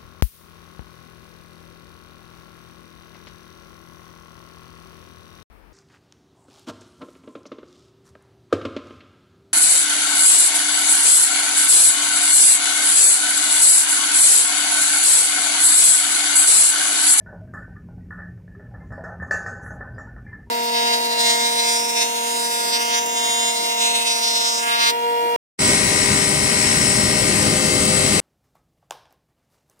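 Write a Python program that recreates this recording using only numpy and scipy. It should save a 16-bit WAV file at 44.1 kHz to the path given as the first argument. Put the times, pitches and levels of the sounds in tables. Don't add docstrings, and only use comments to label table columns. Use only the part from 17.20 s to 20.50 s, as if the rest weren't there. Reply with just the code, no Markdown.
import sys
import numpy as np
from scipy import signal
from scipy.fft import rfft, irfft
from scipy.io import wavfile
from scipy.ndimage import uniform_filter1d

SR = 44100
rng = np.random.default_rng(int(sys.argv[2]) if len(sys.argv) > 2 else 0)


def gain_from_db(level_db):
    decades = np.asarray(level_db, float) / 20
    return 10 ** decades


def pcm_store(signal):
    levels = np.round(np.clip(np.atleast_2d(signal), -1, 1) * 32767)
    wavfile.write(sys.argv[1], SR, levels.astype(np.int16).T)


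N = 145530

# (time [s], level [dB])
BOIL_CURVE = [(0.0, -53.5), (0.33, -62), (0.47, -67), (1.25, -56.5), (1.37, -57.5), (1.75, -56.5),
              (1.9, -57), (2.24, -44), (2.35, -42), (2.94, -57.5), (3.2, -54.5), (3.3, -64)]
PATCH_DB, PATCHES_PER_S = 3.5, 18


def level(x, db=0):
    return x * gain_from_db(db) / np.sqrt(np.mean(x ** 2))


def curve(rows, col=1):
    rows = np.array(rows)
    return np.interp(np.arange(N) / SR, rows[:, 0], rows[:, col])


def gain_at(points, hz):
    p = np.array(points)
    return gain_from_db(np.interp(np.log(hz + 1), np.log(p[:, 0]), p[:, 1], left=-120, right=-120))


def coloured(points):
    spectrum = rfft(rng.standard_normal(N))
    return level(irfft(spectrum * gain_at(points, np.fft.rfftfreq(N, 1 / SR)), N))


def walk(rate):
    k = int(SR / rate)
    steps = np.repeat(rng.standard_normal(N // k + 1), k)
    return 1.3 * uniform_filter1d(uniform_filter1d(steps, k), k)[:N]


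def filtered(x, order, hz, kind):
    return signal.sosfilt(signal.butter(order, hz, kind, fs=SR, output="sos"), x)


def ring(x, hz, t60):
    pole = np.exp(2j * np.pi * hz / SR - np.log(1000) / (t60 * SR))
    return signal.lfilter([1], [1, -pole], x).imag


def fade(at, db, t60):
    return signal.lfilter([1], [1, -1000 ** (-1 / (t60 * SR))], np.bincount(at, gain_from_db(db), N)[:N])


def rumble():
    # (frequency [Hz], relative level [dB])
    spectrum = [(13, -35), (22, -21), (41, -8), (107, 0.5), (128, -4.5), (145, -18), (158, -5.5), (177, -5),
                (247, -9), (420, -25), (550, -30.5), (920, -120)]
    return coloured(spectrum) * gain_from_db(-42.5 + 2.68 * walk(9.03))


def hum():
    # (frequency [Hz], bandwidth [Hz], rms level before fade and swell [dB])
    lines = [(57.3, 5.8, -51.5), (101.3, 15.6, -48), (120.7, 11.1, -48.5), (175.8, 3.15, -47)]
    fade_s, fade_db = 2.31, -10
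    out = 0
    for hz, width, db in lines:
        line = level(ring(rng.standard_normal(N), hz, np.log(1000) / (np.pi * width)), db)
        if hz > 150:
            line = line * gain_from_db(curve([(fade_s, 0), (fade_s + 0.17, fade_db)]))
        out = out + line
    return out


def pot():
    # (time [s], level [dB])
    swell_curve = [(0.0, -41), (1.69, -41), (1.79, -38.5), (1.96, -39.5), (1.99, -35), (2.21, -42),
                   (2.6, -39.5), (3.3, -41)]
    swell = curve(swell_curve)
    return (rumble() + hum()) * gain_from_db(swell - swell.mean())


def background():
    # (frequency [Hz], relative level [dB])
    spectrum = [(210, -8), (350, -12), (397, 0.5), (481, -12.5), (592, -13.5), (923, -22.5), (1830, -25.5),
                (2250, -23), (3570, -35.5), (5660, -33), (7900, -38.5), (12000, -38.5), (15700, -41)]
    return coloured(spectrum) * gain_from_db(-63.5)


def bubbles():
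    per_s, centre_hz, octaves = 150, 530, 0.596
    cycles_to_30db, glide = 31.5, 0.082
    c = rng.random((int(per_s * N / SR), 4))
    hz = centre_hz * 2 ** (octaves * 2 * (c[:, 1:2] + c[:, 2:3] - 1))
    turns = hz * np.arange(2048) / SR
    rising = np.sin(2 * np.pi * turns * (1 + glide * turns / cycles_to_30db))
    tone = rising * 1000 ** (-turns / cycles_to_30db / 2)
    tone = tone * gain_from_db(-3.0 * np.log(1 - c[:, 3:])) * np.minimum(turns, 1)
    where = (c[:, :1] * N).astype(int) + np.arange(2048)
    burst = np.bincount(where.ravel(), tone.ravel())[:N]
    return level(burst, -6.5) * gain_from_db(curve(BOIL_CURVE))


def blips():
    # (time [s], frequency [Hz], t60 [s], level before lift and dips [dB])
    tones = [(0.0, 1734, 0.16, -51.5), (.01, 643, .3, -51), (0.059, 953, 0.22, -55),
             (0.137, 1060, 0.13, -60), (0.184, 1010, 0.12, -63), (.275, 1590, 0.25, -58.5),
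             (.337, 7190, 0.3, -68), (.338, 5200, 0.086, -67), (.5, 781, 0.29, -56),
             (0.062, 1500, 0.48, -45), (.21, 632, 0.61, -48), (.555, 1236, 0.21, -51.5),
             (0.686, 1437, 0.25, -56), (.78, 1500, 0.096, -53), (.805, 1950, 0.16, -57),
             (1.36, 410, 0.34, -46), (1.41, 617, .3, -54), (1.45, 1333, 0.092, -50),
             (1.505, 803, 0.57, -54), (1.62, 1043, 0.64, -56), (1.6, 2080, 0.29, -56),
             (1.79, 634.4, 0.37, -37.5), (1.84, 673, 0.44, -44), (2.64, 1008, 0.35, -51),
             (2.74, 4960, 0.29, -68), (2.779, 5630, 0.38, -64), (2.78, 7300, 0.29, -62.5),
             (2.79, 7000, 0.26, -66), (2.81, 6440, 0.18, -65), (2.868, 906, 0.062, -41),
             (3.047, 2310, 0.33, -60), (3.05, 807, 0.34, -55), (3.114, 1010, 0.11, -48),
             (3.07, 2070, 0.46, -54.5), (3.261, 923, 0.21, -55)]
    waver, lift_db, dip_db, rise_s = .018, 6.0, 8, 0.0072
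    out = np.zeros(N)
    for s, hz, t60, db in tones:
        at = int(s * SR)
        t = np.arange(min(SR // 2, N - at)) / SR
        pitch = hz * (1 + waver * min(1, 1500 / hz) * walk(32.0)[:len(t)])
        turns = np.cumsum(pitch) / SR
        loudness = gain_from_db(db + lift_db - dip_db * np.abs(walk(90.5)[:len(t)]))
        env = loudness * 1000 ** (-t / t60) * np.minimum(t / rise_s, 1)
        out[at:at + len(t)] += env * np.sin(2 * np.pi * turns)
    return out


def strike(modes, at, db, chatter_db):
    scatter_db, spread_s = 1.5, .0003
    chatter_t60_s, cut_db, flutter_db = 0.4, -93.5, 2.5
    share = rng.standard_normal((len(at), len(modes)))
    late = rng.random((len(at), len(modes)))
    chatter = np.maximum(fade(at, db + chatter_db, chatter_t60_s) - gain_from_db(cut_db), 0)
    chatter = chatter * gain_from_db(flutter_db * walk(45.04))
    out = 0
    for k, (hz, mode_db, t60) in enumerate(modes):
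        start = at + (late[:, k] * spread_s * SR).astype(int)
        push = np.bincount(start, gain_from_db(db + scatter_db * share[:, k]), N)[:N]
        out = out + gain_from_db(mode_db) * ring(push + chatter * rng.standard_normal(N), hz, t60)
    return out


def below_lid_top(x):
    return signal.sosfilt(signal.cheby2(8, 45, 1931 * 1.235, fs=SR, output="sos"), x)


def lid_ticks():
    # (time [s], upper [dB], middle [dB], lower [dB], low modes [dB]), before the group trims
    blows = [(0.0611, -42.5, -39.5, -68, -42.5), (0.1277, -79, -47.5, -64, -38),
             (0.337, -27.5, -38, -28, -37.5), (0.37, -31.5, -34, -55, -49), (0.4794, -55, -62, -65, -45),
             (0.5637, -41.5, -50.5, -46, -60), (0.6874, -70, -55, -70, -43), (0.7794, -62, -57, -67, -50),
             (0.907, -27.5, -39, -29, -42.5), (0.9857, -31, -48, -38, -43.5), (1.278, -41, -75, -70, -51),
             (1.3495, -44, -56, -45, -61), (1.3953, -40, -54, -54, -44.5), (1.51, -67, -58, -58, -51),
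             (1.539, -38.5, -49, -41, -42.5), (1.6087, -45.5, -73, -48, -52),
             (1.7043, -39.5, -57, -40, -40), (1.7199, -29, -40, -35.5, -37.5),
             (1.7784, -40, -51, -55.5, -33), (1.8383, -27.5, -34.5, -29.5, -30.5),
             (1.9187, -40, -53, -40, -36.5), (1.999, -31.5, -59, -34.5, -65), (2.0221, -32, -50, -33, -32),
             (2.072, -46, -62, -57, -69), (2.1092, -12.5, -38, -18.5, -22.5),
             (2.2612, -23.5, -41, -25.5, -33), (2.2895, -53, -35, -39, -46), (2.462, -30, -37, -43, -44),
             (2.5063, -33, -69, -41, -36.5), (2.6025, -41.5, -48, -65, -43.5),
             (2.7808, -27.5, -60, -28.5, -34.5), (2.8739, -42, -39, -63, -51),
             (2.963, -36, -50.5, -42, -48), (3.0648, -40, -75, -61, -70), (3.1284, -31, -50, -42.5, -53),
             (3.204, -57, -73, -67, -63)]
    # (frequency [Hz], relative level [dB], t60 [s])
    upper = [(1834, -15.5, 0.42), (1757, -5, 0.16), (1706, 0, 0.12), (1746, 6, 0.086), (1781.5, 4, 0.094),
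             (1784, -10, 0.033), (1840, -8, 0.22), (1950, -21.5, 0.16), (1950, -25, .1), (1990, -27, .1)]
    middle = [(1463, 4.5, 0.064), (1500, -9, 0.14), (1531, -7, 0.43), (1590, -30.5, .12)]
    lower = [(1086, -2.5, 0.025), (1174, -12, 0.16), (1232, -6, 0.091), (1295, -4, 0.1),
             (1351, -2.5, 0.062)]
    low = [(423.6, -10, 0.097), (473, -5, 0.054), (569, 4.5, 0.04), (632, -3, 0.12), (737, 1.5, 0.041),
           (816.4, -5.5, 0.15), (938, -0.5, 0.021)]
    # (upper [dB], middle [dB], lower [dB], low [dB])
    group_db = (-13, -6.5, -10.5, -9)
    rattles_per_s, rattle_db, chatter_db = 34, -23, -28.5
    rows = np.array(blows)
    at = (rows[:, 0] * SR).astype(int)
    small = rng.random((int(rattles_per_s * N / SR), 2))
    small_at = (small[:, 0] * N).astype(int)
    small_db = curve(BOIL_CURVE)[small_at] + rattle_db - 6.0 * np.log(1 - small[:, 1])
    both_at = np.r_[at, small_at]
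    out = 0
    for k, modes in enumerate((upper, middle, lower, low)):
        both_db = np.r_[rows[:, k + 1] + group_db[k], small_db]
        group = strike(modes, both_at, both_db, chatter_db)
        out = out + filtered(group, 2, .75 * modes[0][0], "high")
    return below_lid_top(out)


def shimmer(at, columns, count=600):
    # (frequency [Hz], relative level [dB])
    spectrum = [(1290, -42), (2200, 13.5), (2750, 1), (2910, -2.5), (3220, -5), (3370, -8), (3560, 2),
                (3900, -9), (4590, 5), (4960, -14), (5240, 5.5), (5700, -8), (6500, 5.5), (8400, -13),
                (11000, -15), (14000, -38)]
    # (low to middle [Hz], middle to high [Hz])
    split_hz = (5150, 7840)
    t60_s, tilt = 0.067, 0.25
    contact_s, cut_db = 0.078, -84.5
    uneven = .3
    hz = np.sort(rng.uniform(2200, 14000, count))[:, None]
    t = np.arange(SR // 6) / SR
    t60 = t60_s * (hz / 5000) ** -tilt
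    tones = np.sin(2 * np.pi * (hz * t + rng.random((count, 1))))
    modes = gain_at(spectrum, hz) * tones * 1000 ** (-t / t60)
    group = np.searchsorted(split_hz, hz[:, 0] * np.exp(.06 * rng.standard_normal(count)))
    out = []
    for k, db in enumerate(columns):
        mine = modes[group == k]
        mine = mine / np.sqrt(np.sum(mine.sum(axis=0) ** 2))
        grit, total = rng.standard_normal(N), 0
        for part in np.array_split(mine, indices_or_sections=7):
            scatter = rng.standard_normal(len(db)).clip(-2, 1) - .5
            own = db + uneven * (db.max() - db) * scatter
            tail = np.maximum(fade(at, own, contact_s * np.log(1000)) - gain_from_db(cut_db), 0)
            env = tail + 4.1 * fade(at, own, 0.0023)
            rung = signal.oaconvolve(env * grit, part.sum(axis=0))[:N]
            total = total + rung * gain_from_db(PATCH_DB * walk(PATCHES_PER_S))
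        out.append(total)
    return filtered(np.array(out), 6, 2150, "high")


def hard_contacts():
    # (time [s], level near 6 kHz [dB], near 10 kHz [dB], near 3.5 kHz [dB])
    contacts = [(0.3366, -71, -65.5, -81), (0.9087, -79, -71, -95), (1.7224, -67.5, -71, -84),
                (1.838, -62, -70, -72), (2.0223, -69, -74, -86), (2.07, -75, -87, -87),
                (2.1095, -45, -55.5, -53), (2.2612, -54, -69.5, -64.5), (2.782, -68.5, -73.5, -82)]
    # (frequency [Hz], relative level [dB], t60 [s])
    long_modes = [(1520, -1, 0.86), (804, -13.5, 1), (1240, -16, 0.48), (1736, -12.5, 0.55),
                  (1830, 3, 0.26)]
    # (frequency [Hz], relative level [dB], t60 [s])
    high_modes = [(2410, -14, .2), (2420, 8, 0.11), (2690, -4, 0.28), (3430, -21, .2), (4100, -23, .2),
                  (4630, -16, .25), (5280, 0, .25), (5320, -7, .3), (5900, 3, .35), (5900, -8, .3),
                  (6300, 7, .25), (6700, -10, .25), (6934, -10, .25), (7300, 10, 0.12), (7472, -9, .2)]
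    hard = np.array(contacts)
    at = (hard[:, 0] * SR).astype(int)
    sing = below_lid_top(strike(long_modes, at, hard[:, 1] + 18, chatter_db=-50))
    high = strike(high_modes, at, hard[:, 1] - 19, chatter_db=-16)
    high = filtered(high, 4, [2300, 8000], "band")
    return sing + high, shimmer(at, (hard[:, 3], hard[:, 1], hard[:, 2]))


def steam(count=16):
    # (start [s], rise [s], hold [s], fall [s], level before colour slices and lift [dB])
    puffs = [(1.594, 0.068, .03, .05, -77), (2.402, 0.041, 0.052, 0.11, -60)]
    # (frequency [Hz], relative level [dB])
    spectrum = [(2650, -79), (4500, -46), (5120, -17), (5660, -27), (5850, 4), (6180, 2), (7710, -6),
                (8180, -18), (10600, -7), (13500, -30)]
    t = np.arange(N) / SR
    env = 0
    for start, rise, hold, fall, db in puffs:
        corners = np.cumsum([start, rise, hold, fall])
        env = env + gain_from_db(db) * np.interp(t, corners, [0, 1, 1, 0])
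    hiss, edges = coloured(spectrum), np.geomspace(4400, 14000, count + 1)
    out = 0
    for k in range(count):
        part = filtered(hiss, 2, edges[k:k + 2], "band")
        out = out + part * gain_from_db(PATCH_DB * walk(2 * PATCHES_PER_S) + 3.0)
    return env * out


def bump():
    # (time [s], frequency [Hz], t60 [s], level before the soft start and decay [dB])
    thump = (1.975, 80, .4, -23)
    s, hz, t60, db = thump
    t = np.maximum(np.arange(N) / SR - s, 0)
    env = 1000 ** (-t / t60) * np.minimum(t / 0.056, 1)
    return gain_from_db(db) * np.sin(2 * np.pi * hz * t) * env


def scene():
    boil = pot() + background() + bubbles() + blips()
    ticks = lid_ticks()
    rings, bright = hard_contacts()
    mid = boil + ticks + rings + bright.sum(axis=0) + steam() + bump()
    side = gain_from_db(-15.5) * np.roll(bright[2], 37)
    return np.array([mid + side, mid - side])


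def top_cut(x):
    return signal.sosfilt(signal.butter(12, 15810, fs=SR, output="sos"), x)


def record(dry):
    mix = filtered(dry, 3, 38, "high")
    return top_cut(mix)


dry = scene()
out = record(dry)
pcm_store(out)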